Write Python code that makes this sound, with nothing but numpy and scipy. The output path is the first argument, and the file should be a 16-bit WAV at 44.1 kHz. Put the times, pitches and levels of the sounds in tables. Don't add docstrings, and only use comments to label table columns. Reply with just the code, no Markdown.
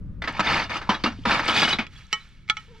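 import sys
import numpy as np
from scipy import signal
from scipy.fft import rfft, irfft, next_fast_len
from scipy.io import wavfile
from scipy.ndimage import map_coordinates

SR = 44100
rng = np.random.default_rng(int(sys.argv[2]) if len(sys.argv) > 2 else 0)


def generate_wav(sig):
    pcm = np.round(np.clip(np.atleast_2d(sig).T, -1, 1) * 32767).astype(np.int16)
    wavfile.write(sys.argv[1], SR, pcm)


def level_to_linear(level):
    exponent = np.asarray(level, float) / 20
    return 10 ** exponent


N = 123480
CLOSE_SHOT_S, IN_HANDS_S = .2205, 1.8

# frequency in Hz, level in dB per Hz.
GRIT_COLOUR = [(180, -38.5), (300, 8), (391, 3.5), (1300, 5.5), (4720, -6), (11700, -39), (15500, -54)]
# frequency in Hz, width in Hz, level in dB.
FIRST_SLATE = [(904, 80, -4), (1290, 90, -4), (1750, 60, -4), (2240, 110, -5), (2490, 70, -7),
               (2850, 60, -8), (3590, 55, -7), (4480, 70, -10), (4980, 70, -10), (6050, 70, -18),
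               (9920, 200, -37)]
# frequency in Hz, level in dB, t60 in s.
THIN_MODES = [(470, -21, .1), (856, -14, .09), (1098, -16, .14), (1303, -3, .11), (1895, -8, .14),
              (2250, -5, .14), (2738, -7, .07), (2998, 0, .12), (3984, -4, .048), (4360, -11, .06),
              (5502, -12, .06), (5728, -5, .049), (7488, -14, .06)]
# frequency in Hz, level in dB, t60 in s.
THICK_MODES = [(856, -13, .1), (1303, -1, .11), (1405, -4, .09), (1744, -9, .09), (2218, 4, .05),
               (3343, 0, .055), (3989, -14, .06), (4506, -12, .05), (5146, -18, .05), (5932, -18, .06)]


def unit(x):
    return x / np.sqrt(np.mean(x ** 2) + 1e-20)


def along(points, hz):
    f, v = np.transpose(points)
    return np.interp(np.log(hz + 1), np.log(f + 1), v)


def curves(rows, outside=None):
    s, *cols = np.transpose(rows)
    return [np.interp(np.arange(N) / SR, s, c, outside, outside) for c in cols]


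def wobble(rate):
    return map_coordinates(rng.standard_normal(int(N * rate / SR) + 4), [np.arange(N) * rate / SR])


def filtered(x, response):
    m = 2 * next_fast_len(N // 2 + SR // 4)
    return irfft(rfft(x, m) * response(np.fft.rfftfreq(m, 1 / SR)), m)[..., :N]


def causal(gain):
    cepstrum = irfft(np.log(gain / np.sqrt(np.mean(gain ** 2)) + 1e-6))
    half = len(cepstrum) // 2
    folded = np.r_[cepstrum[0], 2 * cepstrum[1:half], cepstrum[half]]
    return np.exp(rfft(folded, len(cepstrum)))


def resonance(f, centre, width):
    return 1j * f * width / (centre * centre - f * f + 1j * f * width)


def slate(spectrum, peaks, ring_db):
    def response(f):
        lift = 0
        for centre, width, db in peaks:
            height = level_to_linear(ring_db + db - along(spectrum, centre))
            lift = lift + height / (1 + (2 * (f - centre) / width) ** 2)
        return causal(level_to_linear(along(spectrum, f)) * (1 + lift))
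    return response


def damped_notes(rows):
    out, t = np.zeros(N + SR), np.arange(SR // 4) / SR
    for s, db, hz, t60 in rows:
        rise_s = min(.025 * t60, .0023)
        envelope = level_to_linear(db - 60 * t / t60) * (1 - np.exp(-t / rise_s))
        out[round(s * SR):][:len(t)] += envelope * np.sin(2 * np.pi * hz * t)
    return out[:N]


def grit():
    grains_per_s, spread_db, mean_t60, on_mode_share = 4500, 3.5, .03, .3
    draw = rng.random((int(grains_per_s * N / SR), 4))
    start, pitch, rarity, damping = np.split(draw, 4, axis=1)
    k = np.arange(360)
    size = np.minimum(level_to_linear(-spread_db * np.log(rarity)), 3)
    mode = np.array(FIRST_SLATE)[(pitch * 9973).astype(int) % len(FIRST_SLATE), 0]
    hz = np.where(pitch % .01 < .01 * on_mode_share, mode, 600 + 16000 * pitch)
    decay = np.cos(k * np.pi / 720) * level_to_linear(-60 * k / SR / (mean_t60 * (.4 + damping)))
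    chips = size * decay * np.sin(2 * np.pi * hz * k / SR)
    rung = np.bincount(((start * N).astype(int) + k).ravel(), chips.ravel())[:N]
    judder = level_to_linear(.9 * wobble(44.46))
    return unit((rng.standard_normal(N) + unit(rung)) * judder)


def drags():
    # time in s, pressure in dB.
    strokes = [
        [(.3, -47.5), (.34, -40.5), (.39, -36)],
        [(.404, -15), (.42, -32), (.475, -24.5), (.495, -24), (.565, -21.5), (.62, -26), (.652, -34),
         (.696, -51.5)],
        [(.695, -36), (.706, -34.5), (.77, -28), (.816, -49.5)],
        [(1.27, -34), (1.31, -20), (1.375, -26.5), (1.42, -32), (1.48, -28.5)],
        [(1.48, -23.5), (1.52, -30.5), (1.575, -20), (1.61, -24), (1.635, -24), (1.67, -32.5), (1.69, -24),
         (1.74, -34), (1.78, -60)],
    ]
    bright_db = [-19, -5.5, -2, -2.5, 8.5]
    force, grains = np.zeros(N), grit()
    begin, end = round(CLOSE_SHOT_S * SR), round(IN_HANDS_S * SR)
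    force[begin:end] = level_to_linear(-56) * rng.standard_normal(end - begin)
    bright = 2 * force
    for stroke, lift_db in zip(strokes, bright_db):
        db, = curves(stroke, outside=-120)
        force += level_to_linear(db) * grains
        bright += level_to_linear(db) * (level_to_linear(lift_db) - 1) * grains
    return force, bright


def knocks():
    # start in s, peak in dB, pitch in Hz, t60 in s.
    blows = [(0.2197, -21, 2010, 0.075), (0.239, -22.5, 2010, 0.13), (0.275, -15.5, 1753, 0.13),
             (0.394, -6.5, 1006, 0.056), (0.479, -18, 1310, 0.17), (0.814, -25.5, 1515, 0.19),
             (0.872, -31.5, 996, 0.052), (0.891, -9.5, 1004, 0.21), (0.943, -19, 1550, 0.097),
             (0.994, -42, 3080, 0.29), (1.038, -13.5, 4540, 0.098), (1.059, -12.5, 1225, 0.15),
             (1.117, -33, 1340, 0.13), (1.253, -12, 973, 0.21), (1.295, -22.5, 820, 0.66),
             (1.393, -12, 1620, 0.08), (1.485, -11, 1284, 0.074), (1.497, -15, 1300, 0.24),
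             (1.575, -9, 2200, 0.019), (1.618, -12, 2420, 0.061), (1.63, -2.5, 1390, 0.027),
             (1.646, -17.5, 2620, 0.11), (1.677, -12, 1530, 0.071), (1.704, -23, 3000, 0.1),
             (1.728, -19.5, 4030, 0.15), (1.786, -15, 2233, 0.15)]
    force, pings, t = np.zeros(N + SR), np.zeros(N + SR), np.arange(SR // 4) / SR
    f = np.fft.rfftfreq(len(t), 1 / SR)
    for s, db, hz, t60 in blows:
        envelope = level_to_linear(db - 16 - 60 * t / t60) * (1 - np.exp(-t / .00098))
        burst = envelope * rng.standard_normal(len(t))
        bloom = 3.5 + level_to_linear(7) * resonance(f, hz, .5 * hz)
        levelling = level_to_linear(-.6 * along(GRIT_COLOUR, hz))
        colour = bloom * levelling / (1 + 1j * f / 9600) ** 2
        force[round(s * SR):][:len(t)] += irfft(rfft(burst) * colour, len(t))
        pings[round(s * SR):][:len(t)] += level_to_linear(db - 7 - 120 * t / t60) * np.sin(2 * np.pi * hz * t)
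    return force[:N], pings[:N]


def boards(force):
    # frequency in Hz, width in Hz, level in dB.
    board_modes = [(204.6, 39.3, 6.5), (302, 58, -8), (151, 33, 1.5)]

    def wood(f):
        return sum(level_to_linear(db) * resonance(f, c, w) for c, w, db in board_modes) / (1 + 1j * f / 500)
    return level_to_linear(7) * filtered(force, wood)


def thumps():
    # start in s, peak in dB, frequency in Hz, t60 in s.
    booms = [(0.276, -30, 230, 0.1), (0.396, -21, 198, .07), (0.891, -13.5, 202, 0.098),
             (1.041, -22, 212, .1), (1.062, -23.5, 239.5, 0.22), (1.125, -30, 197, 0.098),
             (1.188, -28, 264, 0.052), (1.254, -26, 283, 0.17), (1.268, -16, 216, 0.097),
             (1.305, -34, 125, 0.059), (1.789, -17.5, 222, 0.073), (2.129, -36.5, 167, 0.077),
             (2.499, -30.5, 195, 0.032)]
    return damped_notes(booms)


def roof():
    # frequency in Hz, width in Hz, level in dB.
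    second_slate = [(1337, 140, -11), (1670, 38, -5.5), (2200, 60, 3), (2490, 38, 1), (3000, 97, -3),
                    (3400, 80, 0), (3830, 56, -7.5), (4830, 24, -26), (5900, 60, -28), (9450, 57, -59)]
    swap_s, swap_fade_s, ring_db, bright_edge_hz = 1.47, .03, 4, 2800
    drag_force, bright = drags()
    knock_force, pings = knocks()
    force = drag_force + knock_force
    drive = force + filtered(bright, lambda f: (1j * f / (bright_edge_hz + 1j * f)) ** 2)
    later = np.clip((np.arange(N) / SR - swap_s) / swap_fade_s, 0, 1)
    first = filtered((1 - later) * drive, slate(GRIT_COLOUR, FIRST_SLATE, ring_db))
    second = filtered(later * drive, slate(GRIT_COLOUR, second_slate, ring_db))
    return first + second + boards(force) + pings + thumps()


def taps():
    # start in s, peak in dB, frequency in Hz, t60 in s.
    ticks = [(.2205, -46, 11000, 0.0014), (.2215, -27, 3600, 0.034), (.3265, -36, 7500, 0.0023),
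             (.399, -33, 7200, 0.046), (.472, -14, 3600, 0.043), (.894, -36.5, 5750, 0.23),
             (.9, -16.5, 3050, 0.05), (.943, -28.5, 3360, 0.1), (.944, -28, 3850, 0.094),
             (1.06, -21, 2800, 0.098), (1.119, -47, 5740, 0.071), (1.178, -41, 3200, 0.0054),
             (1.192, -37, 3000, 0.0045), (1.2375, -36, 3200, 0.012), (1.2965, -8, 1500, 0.0089),
             (1.456, -34, 8000, 0.0099), (1.4845, -11, 3300, 0.012), (1.497, -5.5, 3100, 0.0067),
             (1.576, -9.5, 3400, 0.012), (1.617, -16.5, 4830, 0.072), (1.63, -18.5, 3830, 0.13),
             (1.649, -10, 2950, 0.045), (1.706, -16, 3000, 0.073), (1.728, -12.5, 3900, 0.056),
             (1.868, -46, 3360, .08), (1.961, -40.5, 3350, 0.074), (2.042, -52, 3900, 0.079),
             (2.068, -43.5, 6050, .006), (2.1285, -30, 10300, 0.0046), (2.202, -43, 3980, 0.097),
             (2.29, -50, 8000, .004), (2.4984, -6, 2280, 0.021), (2.4984, -5, 3480, 0.0069),
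             (2.569, -33, 2390, 0.075)]
    return damped_notes(ticks)


def struck_modes(modes, t):
    return sum(level_to_linear(db + rng.normal(0, 1) - 60 * t / t60) * np.sin(2 * np.pi * hz * t) for hz, db, t60 in modes)


def clinks():
    # start in s, peak in dB, share of the thicker slate from 0 to 1, crack in dB.
    touches = [
        (1.867, -38, 0.8, 6),
        (2.128, -8.5, 0, -2),
        (2.4784, -41, 0.68, -0.5),
        (2.4878, -27.5, 0.7, -10.5),
        (2.4983, -8.5, 0.97, -2),
        (2.5684, -19.5, 0.53, -5),
    ]
    # frequency in Hz, level in dB.
    crack_colour = [(100, -44), (300, -4.5), (1200, -14), (2200, 17.5), (3600, 0), (6500, -7), (9000, -26),
                    (12000, -74)]
    crack_t60 = .016
    ring, crack, t = np.zeros(N + SR), np.zeros(N + SR), np.arange(SR // 3) / SR
    for s, db, share, crack_db in touches:
        both = (1 - share) * struck_modes(THIN_MODES, t) + share * struck_modes(THICK_MODES, t)
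        ring[round(s * SR):][:len(t)] += level_to_linear(db - 9) * both * (1 - np.exp(-t / .0013))
        crack[round(s * SR):][:len(t)] += level_to_linear(db + crack_db - 60 * t / crack_t60) * rng.standard_normal(len(t))
    return ring[:N] + filtered(crack[:N], lambda f: causal(level_to_linear(along(crack_colour, f))))


def handling():
    # time in s, pressure in dB.
    pressure = [(1.8, -74), (1.93, -51), (1.99, -46.5), (2.1, -57), (2.127, -42), (2.25, -52),
                (2.46, -62.5), (2.6, -48.5), (2.7, -56.5), (2.8, -54.5)]
    # frequency in Hz, level in dB per Hz.
    rub_colour = [(200, -3.5), (700, -10.5), (1400, 0), (3400, -1), (7000, -15), (15500, -36.5)]
    db, = curves(pressure, outside=-120)
    peaks = [(hz, 5 / t60, level - 4) for hz, level, t60 in THIN_MODES + THICK_MODES]
    return level_to_linear(db - 7.5) * filtered(grit() + rng.standard_normal(N), slate(rub_colour, peaks, 0))


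def squeak():
    # time in s, frequency in Hz, level in dB.
    tone = [
        (2.68, 459, -55),
        (2.715, 483, -47),
        (2.745, 436, -53),
        (2.78, 450, -64),
        (2.8, 464, -47),
    ]
    # time in s, level in dB.
    overtone = [
        (2.73, -65),
        (2.755, -53.5),
        (2.785, -68),
    ]
    hz, tone_db = curves(tone)
    overtone_db, = curves(overtone)
    phase = 2 * np.pi * np.cumsum(hz * (1 + .0234 * wobble(90))) / SR
    on = np.arange(N) > tone[0][0] * SR
    fundamental = level_to_linear(tone_db + 3 * wobble(40)) * np.sin(phase)
    return on * (fundamental + level_to_linear(overtone_db) * np.sin(2.08 * phase))


def placed(x, lean_db):
    # frequency in Hz, likeness from 0 to 1.
    alike = [(250, .998), (2500, .96), (5500, .85), (9000, .55)]
    # frequency in Hz, level difference in dB.
    shading = [(100, .3), (2500, .3), (5000, -1.5), (10000, -3.3)]
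    lag_s, side = 3.9e-5, np.array([[1], [-1]])
    smear = rng.standard_normal(900) * np.exp(-np.arange(900) / 250)
    other = signal.fftconvolve(x, smear / np.linalg.norm(smear))[:N] * unit(wobble(50))

    def turn(f):
        return np.arccos(np.clip(along(alike, f), 0, 1)) / 2

    def port(f):
        delay = np.exp(-1j * np.pi * f * lag_s * side / (1 + (f / 8000) ** 2))
        return level_to_linear(side * (along(shading, f) + lean_db) / 2) * delay
    common = filtered(x, lambda f: port(f) * np.cos(turn(f)))
    return common + filtered(other, lambda f: side * port(f) * np.sin(turn(f)))


def yard(x):
    # frequency in Hz, t60 in s.
    decay = [(200, .15), (10000, .08)]
    hz, t, z = signal.stft(rng.standard_normal((2, SR // 3)), SR, nperseg=256)
    tail = signal.istft(z * level_to_linear(-60 * t / along(decay, hz)[:, None]), SR, nperseg=256)[1]
    late = np.pad(x, (150, 0))[None]
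    return level_to_linear(-19) * signal.fftconvolve(late, tail / np.linalg.norm(tail[0]), axes=1)[:, :N]


def wind():
    # time in s, level in dB.
    strength = [(0, -42), (.21, -45.5), (.23, -48), (1, -51), (1.3, -48), (2, -53), (2.15, -64.5),
                (2.35, -55), (2.8, -58)]
    # frequency in Hz, level in dB per Hz.
    rumble_colour = [(20, -4), (47, -2.5), (120, -8), (180, -10.5), (280, -25.5), (600, -38), (1100, -120)]
    db, = curves(strength)
    shared, apart = rng.standard_normal((2, N))
    apart = filtered(apart, lambda f: 1.3 / (1 + (f / 95) ** 6))
    turn = np.arccos(.8) / 2
    ports = np.array([np.cos(turn) * shared + np.sin(turn) * apart, np.cos(turn) * shared - np.sin(turn) * apart])
    gusts = level_to_linear(1.34 * wobble(8.78))
    rumble = unit(filtered(ports, lambda f: level_to_linear(along(rumble_colour, f))) * gusts)
    return level_to_linear(db + 8.5) * rumble * level_to_linear([[.7], [-.7]])


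def hush():
    # frequency in Hz, level in dB.
    air_colour = [(60, -30), (150, 3), (300, -5.5), (500, -29), (1200, -21.5), (12000, -58)]
    middle, side = rng.standard_normal((2, N))
    ports = np.array([middle + .067 * side, middle - .067 * side])
    air = unit(filtered(ports, lambda f: level_to_linear(along(air_colour, f))))
    return level_to_linear(-53.5) * air * (np.arange(N) < CLOSE_SHOT_S * SR)


def scene():
    on_roof = np.arange(N) < IN_HANDS_S * SR
    ticks = taps()
    work = roof() + on_roof * ticks
    loose = clinks() + handling() + squeak() + ~on_roof * ticks
    return placed(work, 0) + placed(loose, -2.5) + yard(work + loose) + wind() + hush()


def roll_off(x):
    return signal.sosfilt(signal.butter(12, 15780, fs=SR, output="sos"), x)


def record(dry):
    return roll_off(dry)


dry = scene()
out = record(dry)
generate_wav(out)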